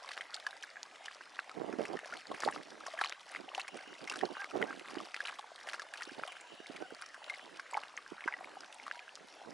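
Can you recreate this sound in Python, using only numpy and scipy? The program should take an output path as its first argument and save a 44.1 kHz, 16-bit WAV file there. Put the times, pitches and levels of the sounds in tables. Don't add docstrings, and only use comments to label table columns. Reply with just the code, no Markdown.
import sys
import numpy as np
from scipy import signal
from scipy.fft import rfft, irfft
from scipy.io import wavfile
from scipy.ndimage import uniform_filter1d

SR = 44100
rng = np.random.default_rng(int(sys.argv[2]) if len(sys.argv) > 2 else 0)


def store_wav(level_fs):
    pcm = np.round(np.clip(np.atleast_2d(level_fs), -1, 1) * 32767)
    wavfile.write(sys.argv[1], SR, pcm.T.astype(np.int16))


N = 420273

# (time [s], ring level [dB], pitch [Hz], 1/e decay [cycles], relative crack level [dB])
ICE_BREAKS = [(.0766, -44, 2020, 2.2, -45), (0.09, -37, 1690, 1.8, -40.5), (0.116, -33.5, 1790, 2.2, -37),
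              (0.169, -41, 1510, 2.4, -44), (0.1767, -28, 1610, 0.86, -39), (.209, -28.5, 1930, 1.8, -36),
              (0.3437, -24, 4520, 1.2, -31), (0.466, -27, 1690, 6.7, -33), (0.637, -35.5, 1670, 3.6, -42),
              (0.768, -39.5, 1670, 6.2, -63), (0.831, -24.5, 4770, 0.61, -69),
              (1.0575, -38, 4850, 2.1, -35), (1.0825, -33.5, 1730, 3.6, -49),
              (1.391, -22.5, 1510, 1.2, -50), (1.3973, -40, 1280, 1.54, -40.5),
              (1.4951, -32, 1520, 0.34, -44), (1.727, -32, 1480, 0.46, -47),
              (1.853, -29, 1890, 1.15, -36.5), (1.971, -35.5, 1820, 5.7, -64),
              (1.9907, -30, 1630, 0.49, -39), (2.046, -38.5, 1700, 3.5, -47),
              (2.0577, -39.5, 650, 1.5, -42), (2.124, -35.5, 1420, 9.4, -62), (2.1377, -31, 1740, 1.9, -43),
              (2.169, -36, 3290, 1.9, -38), (2.2698, -38, 4600, 3.6, -47), (2.3155, -28, 610, 0.48, -40),
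              (2.346, -33, 1740, .9, -37.5), (2.4041, -26, 5800, 0.62, -36.5),
              (2.4222, -35.5, 1770, 7.2, -36), (2.4348, -22, 1080, 0.48, -33),
              (2.4491, -29.5, 4800, 2.8, -32), (2.4756, -19.5, 816, 2.2, -44),
              (2.4869, -19.5, 1090, 0.46, -44), (2.525, -31.5, 1680, 1.5, -45),
              (2.562, -28, 857, 0.33, -58), (2.865, -26.5, 1260, 0.46, -33.5),
              (2.8819, -37.5, 668, 2.1, -43), (2.938, -36.5, 652, 5.2, -44),
              (2.9893, -28.5, 1724, 6.2, -37), (3.013, -21, 1510, 1.8, -28.5), (3.015, -25, 824, 1.4, -43),
              (3.039, -23, 2350, 1.3, -39), (3.0453, -30, 1120, 2.9, -50), (3.0458, -28, 4040, 5.4, -38),
              (3.059, -30, 3050, 3.5, -38), (3.073, -34.5, 4240, 5.4, -48), (3.096, -26.5, 4580, 0.46, -39),
              (3.1241, -25.5, 2180, 0.75, -44), (3.3493, -27.5, 1650, 0.74, -52),
              (3.5489, -24.5, 2890, 1.2, -35.5), (3.5788, -29, 778, 2.9, -37), (3.597, -38, 2260, 1.2, -29),
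              (3.6048, -40, 2290, 1.3, -35), (3.6152, -34, 4160, 5.2, -49), (3.68, -37, 1800, 2.5, -33.5),
              (4.075, -35, 2120, 5.9, -39), (4.0978, -32, 2720, 11, -29.5), (4.114, -35, 1020, 1.3, -43),
              (4.121, -38, 1550, 2.6, -33), (4.1382, -36, 1490, 4.4, -42), (4.1584, -37, 1505, 2.7, -35.5),
              (4.2117, -31, 1810, 4.2, -41), (4.2538, -33, 4400, 3.3, -41), (4.369, -31, 1150, 0.64, -61),
              (4.419, -30, 1680, 0.72, -55), (4.4441, -24.5, 1230, 0.15, -49),
              (4.616, -31.5, 1440, 8.1, -37), (4.626, -20, 1950, 2.6, -58), (4.707, -31.5, 1340, 1.5, -57),
              (4.7277, -33, 1357, 1, -47), (4.7957, -35, 2660, 1.1, -41.5), (4.885, -34, 1230, 0.28, -40.5),
              (4.954, -38, 1710, 2.6, -43), (4.9846, -37.5, 2940, 4.4, -56), (5.144, -26.5, 1880, 1, -35.5),
              (5.164, -26, 2210, 0.41, -39), (5.204, -26.5, 1660, 5.1, -40.5),
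              (5.253, -29.5, 2670, 1.6, -38), (5.257, -33, 1490, 0.92, -35), (5.272, -34.5, 3980, 4, -35),
              (5.283, -33, 2420, 1.6, -37), (5.2912, -36, 1700, 1.8, -39), (5.296, -33.5, 1560, 1.5, -48),
              (5.3929, -36, 840, 2.5, -37), (5.6718, -38, 1950, 2, -39), (5.688, -33, 1740, 2.2, -35),
              (5.7332, -30.5, 1750, 1.3, -36), (5.743, -28.5, 1390, 0.84, -38), (5.7957, -34, 1690, 7, -37),
              (5.819, -43, 1194, 3.4, -37.5), (5.9374, -38, 2030, 1.1, -30.5),
              (5.9742, -37, 4530, 3.1, -37), (6.008, -35.5, 1440, 4.6, -42), (6.021, -33, 1860, 4.3, -35.5),
              (6.0327, -35, 4680, 3.4, -40), (6.2354, -25, 1350, 1.2, -47), (6.2765, -42.5, 727, 5, -34),
              (6.3206, -42, 2300, 4.5, -38.5), (6.3674, -41, 1550, 2.5, -44),
              (6.762, -38, 2340, 3.5, -38.5), (7.0217, -35, 1470, 2.3, -38.5),
              (7.1438, -37, 1570, 2.5, -40.5), (7.243, -31.5, 3370, 0.51, -53),
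              (7.2978, -31, 2110, 13.5, -36.5), (7.339, -36.5, 2150, 6.5, -56),
              (7.5964, -31.5, 1540, 2.8, -40), (7.712, -45, 7900, 24, -61), (7.737, -43, 6940, 14.3, -66),
              (7.7432, -30, 2230, 7.1, -56), (7.7701, -27, 840, 4.4, -37.5), (7.7752, -28, 990, 1.6, -48),
              (7.835, -30, 1570, 0.31, -43), (7.968, -38.5, 6370, 9.1, -61), (7.976, -29.5, 1910, 1.7, -41),
              (8.2074, -30.5, 2010, 0.73, -47), (8.24, -35.5, 2210, 6, -58),
              (8.2769, -29.5, 950, 4.2, -42.5), (8.2771, -24, 1570, 2.8, -41),
              (8.2834, -24.5, 1550, 3.6, -52), (8.3386, -30, 1950, 7.2, -64), (8.8653, -37, 1140, 2, -42),
              (8.88, -33, 1230, 0.89, -60), (8.9123, -25.5, 1650, 1.8, -50), (8.993, -35.5, 2418, 2.1, -67),
              (9.155, -31.5, 4900, 0.82, -47)]
# (time [s], level [dB], pitch [Hz])
NEEDLE_SNAPS = [(.0898, -21.5, 3940), (0.3637, -23, 3900), (.3996, -26, 3800), (.5086, -25.5, 3810),
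                (0.6257, -22, 3130), (.632, -23.5, 5700), (2.513, -27, 8900), (2.6327, -29, 4270),
                (3.2064, -31, 3430), (3.3161, -30, 9470), (3.769, -30.5, 8320), (4.0413, -26, 3780),
                (4.1707, -28, 8300), (4.1899, -20.5, 3180), (5.3868, -27, 3210), (5.5593, -26.5, 4000),
                (5.697, -22, 4130), (6.0527, -27, 4150), (6.4102, -29.5, 7800), (6.6683, -26.5, 3630),
                (6.9478, -26.5, 4840), (7.0155, -28, 8950), (7.0617, -26, 5620), (7.0885, -32, 5000),
                (8.6065, -25, 5340), (8.7263, -26, 3100), (8.744, -30.5, 8450)]
# (frequency [Hz], relative level [dB])
CRACK_SPECTRUM = [(150, -59), (500, -54), (1200, 10), (2500, 7), (4500, 3.5), (7000, 1), (10000, 0),
                  (12000, -17.5)]
# (time [s], level [dB], pitch [Hz])
MELT_DRIPS = [(.0456, -39.5, 1000), (.5293, -39, 1583), (.7578, -39, 1800), (1.2086, -40.5, 1540),
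              (2.0308, -42.5, 635), (2.808, -38, 1270), (3.3608, -29, 2060), (3.4819, -41, 730),
              (3.4902, -35.5, 2800), (3.5168, -40, 1098), (4.2895, -40.5, 895), (4.3523, -37.5, 1500),
              (4.5145, -37.5, 1320), (5.0022, -34, 1152), (5.4418, -41.5, 910), (5.5169, -45, 650),
              (6.0939, -37.5, 1593), (6.197, -37.5, 1490), (6.2505, -39.5, 620), (6.6605, -39, 2140),
              (7.2182, -44, 855), (7.7332, -31.5, 960), (7.7502, -29, 854), (8.0628, -39, 1580),
              (8.1809, -39, 1410), (8.3247, -31, 2160), (8.4088, -39.5, 740), (8.4444, -35, 2210),
              (8.569, -38.5, 765), (8.6342, -41.5, 1470), (8.7986, -38, 2180), (9.0795, -39.5, 1528),
              (9.092, -39, 2750), (9.4148, -44.5, 740)]
# (pitch [Hz], relative level [dB])
SMALL_POP_SPECTRUM = [(550, -3.5), (800, 1), (1150, -1), (1650, 6), (2200, -0.5), (3200, -6), (4400, -15),
                      (6500, -24), (9500, -3)]
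# (crest time [s], relative level [dB], ebb to 1/e [s])
RIPPLE_CRESTS = [(.12, -53, 0.1), (.4, -55, .1), (1.07, -60, .08), (1.88, -53, .16), (2.132, -48.5, .05),
                 (2.45, -43.5, .11), (2.861, -52, 0.084), (3.03, -43, .07), (3.35, -45, 0.054),
                 (3.58, -45.5, .05), (3.8, -48, .06), (4.12, -48.5, .12), (4.4, -48, .07), (4.63, -49, .1),
                 (4.969, -48.5, 0.1), (5.27, -46, .07), (5.701, -46.5, .09), (6.009, -50, 0.047),
                 (6.242, -51.5, 0.15), (6.83, -54, 0.13), (7.319, -49.5, 0.08), (7.76, -48, .07),
                 (8.28, -50.5, 0.061), (8.451, -54.5, 0.1), (8.95, -60, 0.15)]
CALM_REL_DB = -62
RISE_PER_EBB = 0.9
# (frequency [Hz], relative level [dB per Hz])
WASH_SPECTRUM = [(100, -23.5), (190, -18), (280, -8), (400, -7), (700, 0), (1100, -3), (1650, -2),
                 (2300, -5.5), (3500, -9), (5000, -11), (7000, -17), (10000, -23), (12000, -40.5)]
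# (frequency [Hz], coherence [0-1])
WASH_COHERENCE = [(150, 0.83), (500, 0.87), (1000, 0.74), (1500, 0.97), (2800, 0.87), (4000, 1)]
# (start [s], length [s], relative level [dB])
WIND_GUSTS = [(1.556, 0.028, -45.5), (1.605, 0.046, -35.5), (1.684, 0.056, -42), (1.787, 0.052, -37),
              (1.9, 0.03, -37.5), (2.114, 0.059, -54), (2.305, 0.037, -40.5), (2.46, 0.033, -38),
              (2.553, 0.053, -42.5), (2.677, 0.17, -54), (3.385, 0.067, -49.5), (3.751, 0.0084, -42.5),
              (3.884, 0.044, -48), (4.028, 0.015, -43.5), (4.123, 0.068, -46.5), (4.238, 0.025, -40),
              (4.303, 0.015, -40.5), (4.545, 0.02, -35.5), (4.585, 0.071, -36), (4.698, 0.11, -47.5),
              (4.893, 0.15, -46.5), (6.184, 0.029, -46), (6.522, 0.016, -50.5), (6.718, 0.033, -52),
              (6.812, 0.012, -38.5), (7.45, 0.11, -52.5), (8.388, 0.28, -59), (9.216, 0.029, -53.5),
              (9.464, 0.085, -45.5)]
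GUST_RISE_S, GUST_FALL_S = 0.015, 0.014
BREEZE_REL_DB = -84
# (time [s], right-port level [dB], pitch [Hz])
EDDIES = [(1.641, -30, 667), (1.696, -25.5, 416), (1.739, -26.5, 345), (1.797, -20, 495),
          (1.808, -20.5, 500), (1.939, -26.5, 700), (1.955, -25.5, 403), (2.464, -20.5, 525),
          (3.758, -33, 487), (4.2357, -14.5, 720), (4.249, -24.5, 413), (4.558, -20.5, 620),
          (4.574, -27, 375), (4.631, -25, 495), (4.973, -28.5, 341), (6.076, -39.5, 340), (6.12, -38, 325),
          (6.195, -29.5, 626), (6.604, -37.5, 386), (6.701, -34.5, 314), (6.708, -34.5, 537),
          (6.925, -34.5, 420), (8.122, -33, 346), (8.261, -35.5, 340)]
# (frequency [Hz], relative level [dB per Hz])
WIND_SPECTRUM = [(30, -42), (90, -26.5), (170, -8.5), (320, 0.5), (550, -6), (800, -9), (1200, -21),
                 (2200, -38), (4000, -71)]
# (top of arch [s], level [dB], pitch at top [Hz])
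BIRD_CALLS = [(3.808, -54.5, 780), (4.413, -42, 804), (4.697, -45.5, 804), (6.838, -50, 765)]
# (middle [s], length [s], level [dB], pitch [Hz])
FAR_PEEPS = [(6.464, .07, -56, 968), (8.965, 0.11, -52.5, 960), (9.027, .035, -54.5, 1690)]
# (start [s], length [s], level [dB])
FAR_TRILLS = [(3.401, 1.25, -63.5), (5.799, 1.86, -62.5)]
TRILL_HZ, TRILL_WIDTH_HZ, TRILL_FADE_S = 2890, 240, 0.34
EDGE_HZ = 12050


def gain_of(db):
    return 10 ** (np.asarray(db) / 20)


def evened(x):
    return x / np.sqrt(np.mean(x ** 2) + 1e-20)


def read(points, hz):
    f, value = np.transpose(points)
    return np.interp(np.log(hz + 1), np.log(f), value)


def coloured(x, points):
    fft_hz = abs(np.fft.fftfreq(2048, 1 / SR))
    log_gain = np.log(gain_of(read(points, fft_hz)))
    taps = np.fft.ifft(np.exp(np.conj(signal.hilbert(log_gain)))).real
    return signal.oaconvolve(x, taps / np.linalg.norm(taps))[:len(x)]


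def wander(hz):
    rolloff = np.exp(-(np.fft.rfftfreq(N, 1 / SR) / hz) ** 2)
    return evened(irfft(rfft(rng.standard_normal(N)) * rolloff, N))


def add(mix, s, sound):
    part = mix[..., max(round(s * SR), 0):][..., :sound.shape[-1]]
    part += sound[..., :part.shape[-1]]


def placed(x, right_db):
    return x * gain_of([[-right_db / 2], [right_db / 2]])


def sparks(per_s, spread_db):
    at = np.flatnonzero(rng.random(N) < per_s / SR)
    train = np.zeros(N)
    sizes = gain_of(spread_db * np.minimum(rng.exponential(1, len(at)), 2.6))
    train[at] = rng.choice([-1, 1], len(at)) * sizes
    return train


def pops(crack_db=14, crack_s=0.0051, upper_db=-12, upper_cycles=4.4, chip_db=-10, chip_s=0.007,
         chip_cycles=3.8, chip_spread=1.404, right_db=-0.6, chip_count=3):
    out = np.zeros((2, N))
    for s, db, hz, cycles, snap_db in ICE_BREAKS:
        main = gain_of(db) * ring(hz, cycles)
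        add(out, s, placed(main, right_db))
        upper = gain_of(db + upper_db) * ring(hz * rng.uniform(1.106, 1.823), upper_cycles)
        add(out, s, placed(upper, right_db))
        add(out, s, gain_of(snap_db + crack_db) * snap(crack_s, crystal_hz()))
        for late, pitch, size in rng.standard_normal((chip_count, 3)):
            chip = ring(np.clip(hz * chip_spread ** pitch, 1100, 7000), chip_cycles)
            chip_level_db = (db + snap_db) / 2 + chip_db + 2 * np.clip(size, -2, 1)
            add(out, s + chip_s * (late + 0.6), placed(gain_of(chip_level_db) * chip, right_db))
    return out


def ring(hz, cycles, swell_cycles=0.88, glide=0.00063):
    turns = np.arange(int(7 * cycles / hz * SR) + 8) / SR * hz
    shape = (1 - np.exp(-turns / swell_cycles)) * np.exp(-turns / cycles)
    phase_turns = turns * (1 + glide * turns / cycles) + rng.random()
    return shape / shape.max() * np.sin(2 * np.pi * phase_turns)


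def snap(decay_s, own_hz, hump_db=13, octaves=0.28, steps_per_s=3000):
    t = np.arange(SR // 60) / SR
    hz = np.geomspace(CRACK_SPECTRUM[0][0], CRACK_SPECTRUM[-1][0], num=40)
    hump = hump_db * np.exp(-(np.log2(hz / own_hz) / octaves) ** 2)
    colour = read(CRACK_SPECTRUM, hz) + hump
    steps = rng.standard_normal(len(t)) * (rng.random(len(t)) < steps_per_s / SR)
    steps[0] = 1
    burst = coloured(steps * np.exp(-t / decay_s), np.c_[hz, colour])
    return burst / np.linalg.norm(burst)


def crystal_hz(low_hz=1700, high_hz=6000):
    return low_hz * (high_hz / low_hz) ** rng.random()


def needles(decay_s=0.0025, hump_db=15):
    out = np.zeros(N)
    for s, db, hz in NEEDLE_SNAPS:
        add(out, s, gain_of(db) * snap(decay_s, hz, hump_db))
    return out


def drips(cycles=2.45, glide=0.005):
    out = np.zeros(N)
    for s, db, hz in MELT_DRIPS:
        add(out, s, gain_of(db) * ring(hz, cycles, glide=glide))
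    return out


def lapping():
    t = np.arange(N) / SR
    lap = gain_of(CALM_REL_DB) * np.ones(N)
    for s, db, ebb_s in RIPPLE_CRESTS:
        width_s = np.where(t < s, RISE_PER_EBB * ebb_s, ebb_s)
        lap += gain_of(db) * np.exp(-((t - s) / width_s) ** 2)
    return evened(lap)


def trickle(lap, level_db=-56.5, per_s=380, spread_db=3.5, follows=0.28, count=80):
    out = np.zeros(N)
    for hz in np.geomspace(SMALL_POP_SPECTRUM[0][0], SMALL_POP_SPECTRUM[-1][0], count):
        cycles = 0.8 + 1.1 * min(rng.exponential(), 4)
        grain = gain_of(read(SMALL_POP_SPECTRUM, hz)) * ring(hz, cycles, glide=0.019) / np.sqrt(cycles)
        clicks = sparks(per_s * np.sqrt(lap) / count, spread_db)
        out += signal.oaconvolve(clicks, grain)[:N]
    return gain_of(level_db) * evened(out * lap ** follows)


def crackle(lap, level_db=-61.5, per_s=120, spread_db=3.5, clump_db=6, decay_s=0.0018, follows=0.053, count=32):
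    rate = per_s * lap * gain_of(clump_db * wander(hz=18)) / count
    out = np.zeros(N)
    for _ in range(count):
        needle = snap(decay_s, crystal_hz(), hump_db=16.5)
        out += signal.oaconvolve(sparks(rate, spread_db), needle)[:N]
    return gain_of(level_db) * evened(out * lap ** follows)


def wash(lap, level_db=-58.5, follows=0.082, patchy_db=3.0):
    hz, _, (left, other) = signal.stft(rng.standard_normal((2, N)), SR, nperseg=1024)
    same = np.clip(read(WASH_COHERENCE, hz), 0, 1)[:, None]
    right = same * left + np.sqrt(1 - same ** 2) * other
    patches = uniform_filter1d(rng.standard_normal(left.shape), size=5, axis=0)
    patches = evened(uniform_filter1d(patches, size=7, axis=1))
    bins = np.array([left, right]) * gain_of(read(WASH_SPECTRUM, hz)[:, None] + patchy_db * patches)
    hiss = signal.istft(bins, SR, nperseg=1024)[1][:, :N]
    return gain_of(level_db) * evened(hiss * lap ** follows)


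def wind(right_db=-2, left_db=-16, blur=0.15, eddies_per_s=450, sharp_db=-2, eddy_cycles=0.82):
    gust = gusting()
    out = np.zeros((2, N))
    for port, db in enumerate((left_db, right_db)):
        thumps = evened(sparks(eddies_per_s, spread_db=3.5)) + blur * rng.standard_normal(N)
        flutter = evened(coloured(thumps, WIND_SPECTRUM))
        edges = gain_of(sharp_db) * np.sqrt(gust / gust.max()) * evened(np.gradient(flutter))
        out[port] = gain_of(db) * gust * (flutter + edges)
    t = np.arange(-SR // 100, SR // 100) / SR
    for s, db, hz in EDDIES:
        eddy = np.exp(-abs(t * hz / eddy_cycles) ** 1.63) * np.cos(2 * np.pi * hz * t + 1)
        add(out, s + t[0], gain_of(db) * eddy * gain_of([[left_db - right_db], [0]]))
    return out


def gusting(unsteady_db=2.2, wake_db=-14, wake_s=0.018, lead_s=0.0058):
    t = np.arange(N) / SR
    gust = gain_of(BREEZE_REL_DB) * np.ones(N)
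    for s, length_s, db in WIND_GUSTS:
        outside = np.maximum((s - t) / GUST_RISE_S, (t - s - length_s) / GUST_FALL_S)
        gust += gain_of(db) * np.exp(-np.clip(outside, 0, 20))
    for s, db, _ in EDDIES:
        away = np.maximum((t - s) / wake_s, (s - t) / lead_s)
        gust = np.maximum(gust, gain_of(db + wake_db) * np.exp(-np.minimum(away, 20)))
    return gust * gain_of(unsteady_db * wander(hz=44.4))


def bird(half_s=0.054, droop=0.205, first_db=-9, jitter=0.0097, rough=0.15):
    out = np.zeros(N)
    u = np.linspace(-1, 1, int(2 * half_s * SR))
    for s, db, hz in BIRD_CALLS:
        pitch_hz = hz * (1 - droop * u ** 2 + jitter * wander(hz=150)[:len(u)])
        phase = 2 * np.pi * np.cumsum(pitch_hz) / SR
        voice = gain_of(first_db) * np.sin(phase) + np.sin(2 * phase)
        voice *= 1 + rough * wander(hz=200)[:len(u)]
        add(out, s - half_s, gain_of(db) * voice * np.cos(u * np.pi / 2) ** 2)
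    return out


def peeps():
    out = np.zeros(N)
    for s, length_s, db, hz in FAR_PEEPS:
        t = np.arange(0, length_s, 1 / SR)
        swell = np.sin(np.pi * t / length_s) ** 2
        add(out, s - length_s / 2, gain_of(db) * swell * np.sin(2 * np.pi * hz * t))
    return out


def trill(uneven_db=4.5):
    t, hz = np.arange(N) / SR, np.fft.rfftfreq(N, 1 / SR)
    passband = np.exp(-((hz - TRILL_HZ) / TRILL_WIDTH_HZ) ** 2)
    band = evened(irfft(rfft(rng.standard_normal((2, N))) * passband, N))
    band = evened(band * gain_of(uneven_db * wander(hz=25)))
    level = np.zeros(N)
    for s, length_s, db in FAR_TRILLS:
        level += gain_of(db) * np.clip(np.minimum(t - s, s + length_s - t) / TRILL_FADE_S, 0, 1)
    return band * level


def bank(x, level_db=-11, t60_s=0.018, dull_hz=2600):
    t = np.arange(SR // 8) / SR
    taps = rng.standard_normal((2, len(t))) * gain_of(-60 * t / t60_s) * (t > 0.001)
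    taps = signal.lfilter(*signal.butter(2, dull_hz, fs=SR), taps / np.linalg.norm(taps[0]))
    return gain_of(level_db) * signal.oaconvolve(x, taps, axes=1)[:, :N]


def scene(lowest_hz=330):
    lap = lapping()
    small = pops() + needles() + drips() + trickle(lap) + crackle(lap) + bird() + peeps()
    small = signal.sosfilt(signal.butter(3, lowest_hz, "high", fs=SR, output="sos"), small)
    return small + bank(small) + wash(lap) + wind() + trill()


def record(dry):
    taps = signal.firwin(255, EDGE_HZ, window=("kaiser", 9), fs=SR)
    return signal.oaconvolve(dry, taps[None], "same")


dry = scene()
out = record(dry)
store_wav(out)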